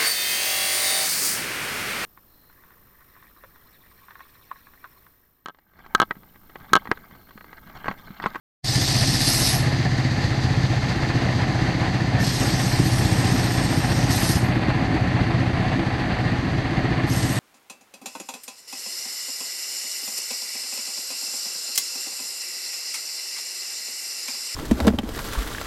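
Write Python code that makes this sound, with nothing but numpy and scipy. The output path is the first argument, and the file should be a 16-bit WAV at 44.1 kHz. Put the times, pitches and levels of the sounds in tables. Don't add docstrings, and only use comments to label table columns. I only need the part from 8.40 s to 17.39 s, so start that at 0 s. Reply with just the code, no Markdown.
import sys
import numpy as np
from scipy import signal
from scipy.fft import rfft, irfft, next_fast_len
from scipy.io import wavfile
from scipy.ndimage import uniform_filter1d

SR = 44100
rng = np.random.default_rng(int(sys.argv[2]) if len(sys.argv) > 2 else 0)


def pcm_store(signal):
    levels = np.round(np.clip(np.atleast_2d(signal), -1, 1) * 32767)
    wavfile.write(sys.argv[1], SR, levels.astype(np.int16).T)


N = 396459
TIME = np.arange(N) / SR


def gain_of(db):
    return 10 ** (np.asarray(db) / 20)


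def unit_rms(x):
    return x / np.sqrt(np.mean(x ** 2) + 1e-20)


def spectrum_at(points, hz):
    f, value = np.transpose(points)
    return np.interp(np.log(hz + 1), np.log(f + 1), value)


def follow(rows, t=TIME):
    times, *columns = np.transpose(rows)
    return [np.interp(t, times, column) for column in columns]


def wander(hz, hop=64):
    steps = next_fast_len(N // hop + 2)
    f = np.fft.rfftfreq(steps, hop / SR)
    slow = irfft(rfft(rng.standard_normal(steps)) / (1 + (f / hz) ** 4), steps)
    return unit_rms(np.interp(TIME, np.arange(steps) * hop / SR, slow))


def resonance_db(peaks, hz):
    return sum(db / (1 + (2 * (hz - centre) / width) ** 2) for centre, width, db in peaks)


def resonate(x, spectrum, peaks=(), size=16384):
    hz = abs(np.fft.fftfreq(size, 1 / SR))
    log_gain = np.log(gain_of(spectrum_at(spectrum, hz) + resonance_db(peaks, hz)))
    impulse_response = np.fft.ifft(np.exp(np.conj(signal.hilbert(log_gain)))).real[:size // 2]
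    return unit_rms(signal.oaconvolve(x, impulse_response)[:N])


def grains(per_s, spread_db):
    size = gain_of(spread_db * np.minimum(rng.exponential(1, N), 4))
    return unit_rms(size * rng.standard_normal(N) * (rng.random(N) < per_s / SR))


def pulse(cycles, decay):
    return unit_rms(np.exp(-(cycles % 1) / decay))


def near_wheel():
    # (time [s], nearness [0-1])
    lean = [(1.8, 0.25), (3.2, 0.81), (4.2, 0.63), (4.7, 1), (6.8, 0.96), (8.2, 0.67)]
    return np.clip(follow(lean)[0], 0, 1)


def firing_cycles(first=.436):
    # (time [s], speed [rpm])
    speed = [(0.0, 1842), (0.6, 1833), (1.3, 1872), (1.8, 1837), (2.6, 1840), (3.5, 1824), (4.2, 1848),
             (4.7, 1838), (6.3, 1837), (7.3, 1833), (9.0, 1848)]
    rpm, = follow(speed)
    return np.cumsum(rpm / 120) / SR - first


def exhaust(cycles, echo_s=.0376, direct=0.88, uneven_db=1.2):
    # (time [s], boost [dB])
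    hard_firings = [(0.355, 2), (2.172, 3), (2.765, 5), (3.738, 3.5), (4.13, 3.5), (4.375, 4), (4.522, 4),
                    (4.587, 3.5), (4.715, 2), (4.848, 2.5), (4.912, 2.5), (5.895, 5), (6.742, 4),
                    (6.808, 4), (7.068, 3)]
    # (frequency [x mean firing rate], gain on deck [dB], gain leaning out [dB])
    silencer = [(2, -55, -58), (3, -48, -45.5), (4, -39, -45), (4.88, -55, -50), (5.92, -34.5, -32.5),
                (7.1, -29, -32), (8.12, -26, -26), (9.1, -26, -35.5), (10, -44, -35.5), (11.1, -41, -44),
                (11.98, -43, -36), (12.87, -44, -54.5), (13.6, -50, -50), (15, -57, -51), (16, -39.5, -47),
                (17.3, -48.5, -44.5), (17.8, -51, -50), (19, -52, -53), (20, -46.5, -44), (21, -51, -43.5),
                (21.75, -45.5, -44), (23.7, -58, -54)]
    # (time [s], level [dB])
    throb = [(0.4, -21), (1.05, -26), (1.3, -18.5), (1.85, -23.5), (2.25, -21), (2.7, -23), (3.6, -22.5),
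             (7.5, -25.5), (9.0, -24)]
    hard_db = sum(db * (abs(TIME - s) < .032) for s, db in hard_firings)
    puffs = np.diff(np.floor(cycles), prepend=-1) * gain_of(uneven_db * wander(4.4) + hard_db)
    round_trip = np.exp(-2j * np.pi * np.fft.rfftfreq(N, 1 / SR) * echo_s)
    puffs = irfft(rfft(puffs) * (round_trip + direct) / (1 + direct * round_trip), N)
    firing_hz = (cycles[-1] - cycles[0]) / TIME[-1]
    multiples, *positions = np.transpose(silencer)
    spectra = [[(8, -80), *zip(multiples * firing_hz, db), (900, -90), (3000, -125)] for db in positions]
    on_deck, leaning = (resonate(puffs, spectrum) for spectrum in spectra)
    near = near_wheel()
    return ((1 - near) * on_deck + near * leaning) * gain_of(follow(throb)[0])


def valves(cycles, level_db=-35.0, wheel_db=-6.0, play_cycles=0.0012, uneven_db=2.0, chatter_s=0.004):
    # (phase after firing [cycles], relative level [dB])
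    knocks = [(-0.24, -2.5), (-0.09, -4), (-0.03, 0), (0.125, -1.5), (0.195, -4), (0.3, -2), (0.43, -8),
              (0.53, -7)]
    # (frequency [Hz], gain [dB])
    head = [(500, -30), (1450, -16.5), (1750, 1), (2150, -3), (2400, -9.5), (3500, -16), (5200, -57)]
    # (frequency [Hz], width [Hz], gain [dB])
    head_modes = [(1762, 55, 10), (1895, 35, 10), (2025, 30, 12), (2095, 25, 11), (2150, 25, 10)]
    near, ticks, firings = near_wheel(), np.zeros(N), np.arange(cycles[-1])
    for phase, db in knocks:
        late, strong = rng.standard_normal((len(firings), 2)).T
        at = np.minimum(np.searchsorted(cycles, firings + phase + play_cycles * late), N - 1)
        ticks[at] += gain_of(db * (1 - .6 * near[at]) + uneven_db * strong)
    tails = signal.lfilter([1], [1, -np.exp(-1 / (chatter_s * SR))], ticks)
    chatter = tails * rng.standard_normal(N)
    drive = unit_rms(ticks) + unit_rms(chatter) / 2
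    ringing = resonate(drive, head, head_modes)
    plain = gain_of(-2) * resonate(drive, head)
    return ((1 - near / 2) * ringing + near / 2 * plain) * gain_of(level_db + wheel_db * near)


def hum(pitch_waver=0.0021, waver_db=2.0):
    # (frequency [Hz], rms level [dB])
    partials = [(35, -46), (53.5, -43), (214, -47), (267.6, -40), (337, -47)]
    clock = TIME + np.cumsum(pitch_waver * wander(1.52)) / SR
    out = np.zeros(N)
    for hz, db in partials:
        amplitude = np.sqrt(2) * gain_of(db + waver_db * wander(2.1))
        out += amplitude * np.sin(2 * np.pi * (hz * clock + rng.random()))
    return out


def rumble(cycles, level_db=-29.5, wheel_db=5.5, shake=0.45, lumpy_db=1.0):
    # (frequency [Hz], gain [dB])
    frame = [(15, -27), (32, -13), (55, -5), (78, -1.5), (102, -2.5), (135, -1), (175, 0.9), (210, -5),
             (267, -2.5), (298, -7), (326, -2.5), (365, -13.5), (480, -23), (900, -56)]
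    surge = 1 + shake * pulse(cycles, 0.43)
    drive = rng.standard_normal(N) * surge * gain_of(lumpy_db * wander(14.5))
    return resonate(drive, frame) * gain_of(level_db + wheel_db * near_wheel())


def clatter(cycles, level_db=-32.0, wheel_db=3.5, truck_hz=26.65, rattle=0.29, flutter_db=1.42):
    # (frequency [Hz], gain [dB])
    casings = [(200, -12), (400, -5), (540, -1), (780, -0.5), (900, -4.5), (1500, -6.5), (1820, -1.5),
               (2120, -5.5), (2350, -9.5), (3700, -17), (4550, -19.5), (5400, -57), (8000, -36),
               (12000, -55)]
    # (frequency [Hz], width [Hz], gain [dB])
    panel_modes = [(412.5, 27, 6.5), (660, 28, 3), (735, 18, 7), (770, 30, 4), (830, 26, 6), (1020, 55, 4),
                   (2450, 90, 3), (2723, 86, 4.5), (4550, 550, 6)]
    near = near_wheel()
    truck_cycles = truck_hz * TIME + 0.059 * wander(1.8)
    compressor_knock = 0.18 * (1 - near / 2) * pulse(cycles, 0.5)
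    truck_knock = 0.24 * near * pulse(truck_cycles, 0.31)
    noise = rng.standard_normal(N) + rattle * grains(600, 0.77)
    drive = noise * (1 + compressor_knock + truck_knock) * gain_of(flutter_db * wander(20.7))
    return resonate(drive, casings, panel_modes) * gain_of(level_db + wheel_db * near)


def leak(cycles, pulsing=0.1, waver_db=0.9):
    # (frequency [Hz], gain [dB])
    hiss = [(1500, -6.5), (3000, 1.5), (4400, 11), (4900, 9.5), (5300, 0), (6200, 3), (7100, -5),
            (8000, -7.5), (10000, -19), (12000, -14.5)]
    # (time [s], level [dB])
    level = [(1.3, -36.5), (3.6, -39), (5.9, -49), (6.1, -45)]
    drive = rng.standard_normal(N) * (1 + pulsing * pulse(cycles, 0.17))
    return resonate(drive, hiss) * gain_of(follow(level)[0] + waver_db * wander(15))


def gun_flow(t, open_s, dry_s, clear_s, shut_s, paint_db, air_db, paint_share):
    opening_s, sag_db_per_s, emptying_db_per_s = 0.064, 2, 130
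    flowing = 1 - np.clip((t - dry_s) / clear_s, 0, 1)
    level_db = flowing * (paint_db - sag_db_per_s * (t - open_s)) + (1 - flowing) * air_db
    valve = np.clip((t - open_s) / opening_s, 0, 1)
    emptying = gain_of(-emptying_db_per_s * np.maximum(t - shut_s, 0))
    return valve * emptying * gain_of(level_db), flowing * np.clip(paint_share, 0, 1)


def patches(shape):
    field = uniform_filter1d(rng.standard_normal(shape), size=5, axis=0)
    return unit_rms(uniform_filter1d(field, size=14, axis=1))


def spray(cycles, wet_ring_hz=4830, dry_ring_hz=5000, ring_width_hz=880, dip_width_hz=420):
    # (air opens [s], paint stops [s], clearing time [s], air shuts [s],
    # spraying gain [dB], bare-air gain [dB], paint share [0-1], nozzle resonance [dB])
    bursts = [(0.17, 0.775, .13, 1.115, -31.5, -26, 1, 11.5),
              (3.78, 5.701, 0.0069, 5.93, -36, -29.5, 1, 7.5), (8.66, 10, .018, 10.3, -34, -35, 0.28, 2)]
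    # (frequency [Hz], gain [dB])
    paint_hiss = [(800, -22), (2000, 4.5), (3400, 8.5), (4200, 6), (5200, 6.5), (6500, 8), (8700, 8.5),
                  (9400, 6), (10350, 2), (11100, 4), (12000, 5)]
    air_hiss = [(800, -27.5), (2000, -0.5), (3100, 4), (4100, 2), (5400, 0), (6500, 4), (8700, 5.5),
                (9500, 3), (10700, 5), (12000, 4)]
    # (time [s], boost [dB], width [s])
    surges = [(0.26, 4, 0.06), (0.75, 2, 0.012), (0.82, 2, 0.014), (0.875, 4, 0.018), (1.052, 3.5, 0.018),
              (1.158, 5, 0.014), (1.2, 5, 0.012), (3.89, 2.5, 0.1), (5.722, 3.5, 0.02), (5.83, 1.5, 0.07),
              (8.76, 2, 0.1)]
    # (time [s], frequency [Hz], gain [dB])
    treble_dip = [(0.4, 10650, -18), (0.9, 10100, -2.5), (3.9, 9850, -25), (4.35, 10300, -22),
                  (4.55, 10410, -0.5), (4.85, 10300, -24), (5.3, 10560, -29), (5.67, 10500, -22),
                  (5.74, 10220, -12), (8.8, 10000, -23)]
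    # (frequency [Hz], width [Hz], gain [dB])
    jet_colour = [(3270, 320, -2.5), (4230, 150, 1.5), (7140, 160, -19), (8040, 100, -11)]
    # (frequency [Hz], rms depth [dB])
    sizzle = [(3000, 1.6), (8000, 2), (11000, 3.2)]
    spatter, pulsing, sway, sputter_depth_db = 0.41, 0.18, 0.0054, 1.5
    noise = rng.standard_normal(N) + spatter * grains(1500, 1.5)
    drive = noise * (1 + pulsing * pulse(cycles, 0.46))
    hz, t, frames = signal.stft(unit_rms(drive), SR, nperseg=512, noverlap=384)
    surge_db = sum(db * np.exp(-((t - s) / width) ** 2) for s, db, width in surges)
    sputter_db = sputter_depth_db * np.interp(t, TIME, wander(70))
    swayed_hz = np.outer(hz, 1 + sway * np.interp(t, TIME, wander(3)))
    dip_hz, depth_db = follow(treble_dip, t)
    dip_db = depth_db * np.exp(-((swayed_hz - dip_hz) / dip_width_hz) ** 2 / 2)
    jet = 0
    for *pull, ring_db in bursts:
        gain, paint = gun_flow(t, *pull)
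        ring_hz = dry_ring_hz + (wet_ring_hz - dry_ring_hz) * paint
        ring_shape = np.exp(-((hz[:, None] - ring_hz) / ring_width_hz) ** 2 / 2)
        nozzle_db = ring_shape * (ring_db + surge_db + sputter_db * (1 - paint))
        wet_db = np.outer(spectrum_at(paint_hiss, hz), paint)
        dry_db = np.outer(spectrum_at(air_hiss, hz), 1 - paint)
        jet = jet + gain * gain_of(wet_db + dry_db + nozzle_db)
    sizzle_db = spectrum_at(sizzle, hz)[:, None] * patches(frames.shape)
    frames = frames * jet * gain_of(dip_db + resonance_db(jet_colour, swayed_hz) + sizzle_db)
    return signal.istft(frames, SR, nperseg=512, noverlap=384)[1][:N]


def jolts(rise_s=0.0012):
    # (time [s], peak level [dB])
    blows = [(0.379, -17), (2.752, -13), (4.043, -17), (4.399, -14), (4.901, -15), (4.945, -16),
             (6.502, -18)]
    # (frequency [Hz], relative level [dB], 60 dB decay time [s])
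    deck_modes = [(138, -3, 0.06), (270, 4, 0.07), (327, -4, 0.05), (730, -8, 0.044)]
    out = np.zeros(N)
    for s, peak_db in blows:
        start = round(s * SR)
        t = np.maximum(TIME[start:start + SR // 4] - s, 0)
        ring = sum(gain_of(db - 60 * t / t60) * np.sin(2 * np.pi * hz * t) for hz, db, t60 in deck_modes)
        ring *= 1 - np.exp(-t / rise_s)
        out[start:start + len(t)] += gain_of(peak_db) * ring / abs(ring).max()
    return out


def squeak(waver_hz=22, boost_db=4.5):
    # (time [s], length [s], frequency [Hz], level before boost [dB])
    note = (3.758, .085, 1795, -31)
    start_s, length_s, hz, db = note
    swell = np.sin(np.pi * np.clip((TIME - start_s) / length_s, 0, 1))
    phase = 2 * np.pi * np.cumsum(hz + waver_hz * wander(63.0)) / SR
    return gain_of(db + boost_db) * swell * np.sin(phase)


def scene(lead_cycles=.12):
    cycles = firing_cycles()
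    strokes = cycles + lead_cycles
    machine = exhaust(cycles) + valves(cycles) + hum() + rumble(strokes) + clatter(strokes) + jolts()
    return (machine + leak(strokes) + spray(strokes) + squeak())[None]


def record(dry, start_s=0.245, opening_gain=0.41, settle_s=0.086, cutoff_hz=12040):
    gate = gain_of(np.clip((TIME - start_s) * 3500, -200, 0))
    swell = 1 - (1 - opening_gain) * np.exp(-np.maximum(TIME - start_s, 0) / settle_s)
    low_pass = signal.firwin(1023, cutoff_hz, window=("kaiser", 9), fs=SR)
    return signal.oaconvolve(dry * gate * swell, low_pass[None], "same")


dry = scene()
out = record(dry)
pcm_store(out)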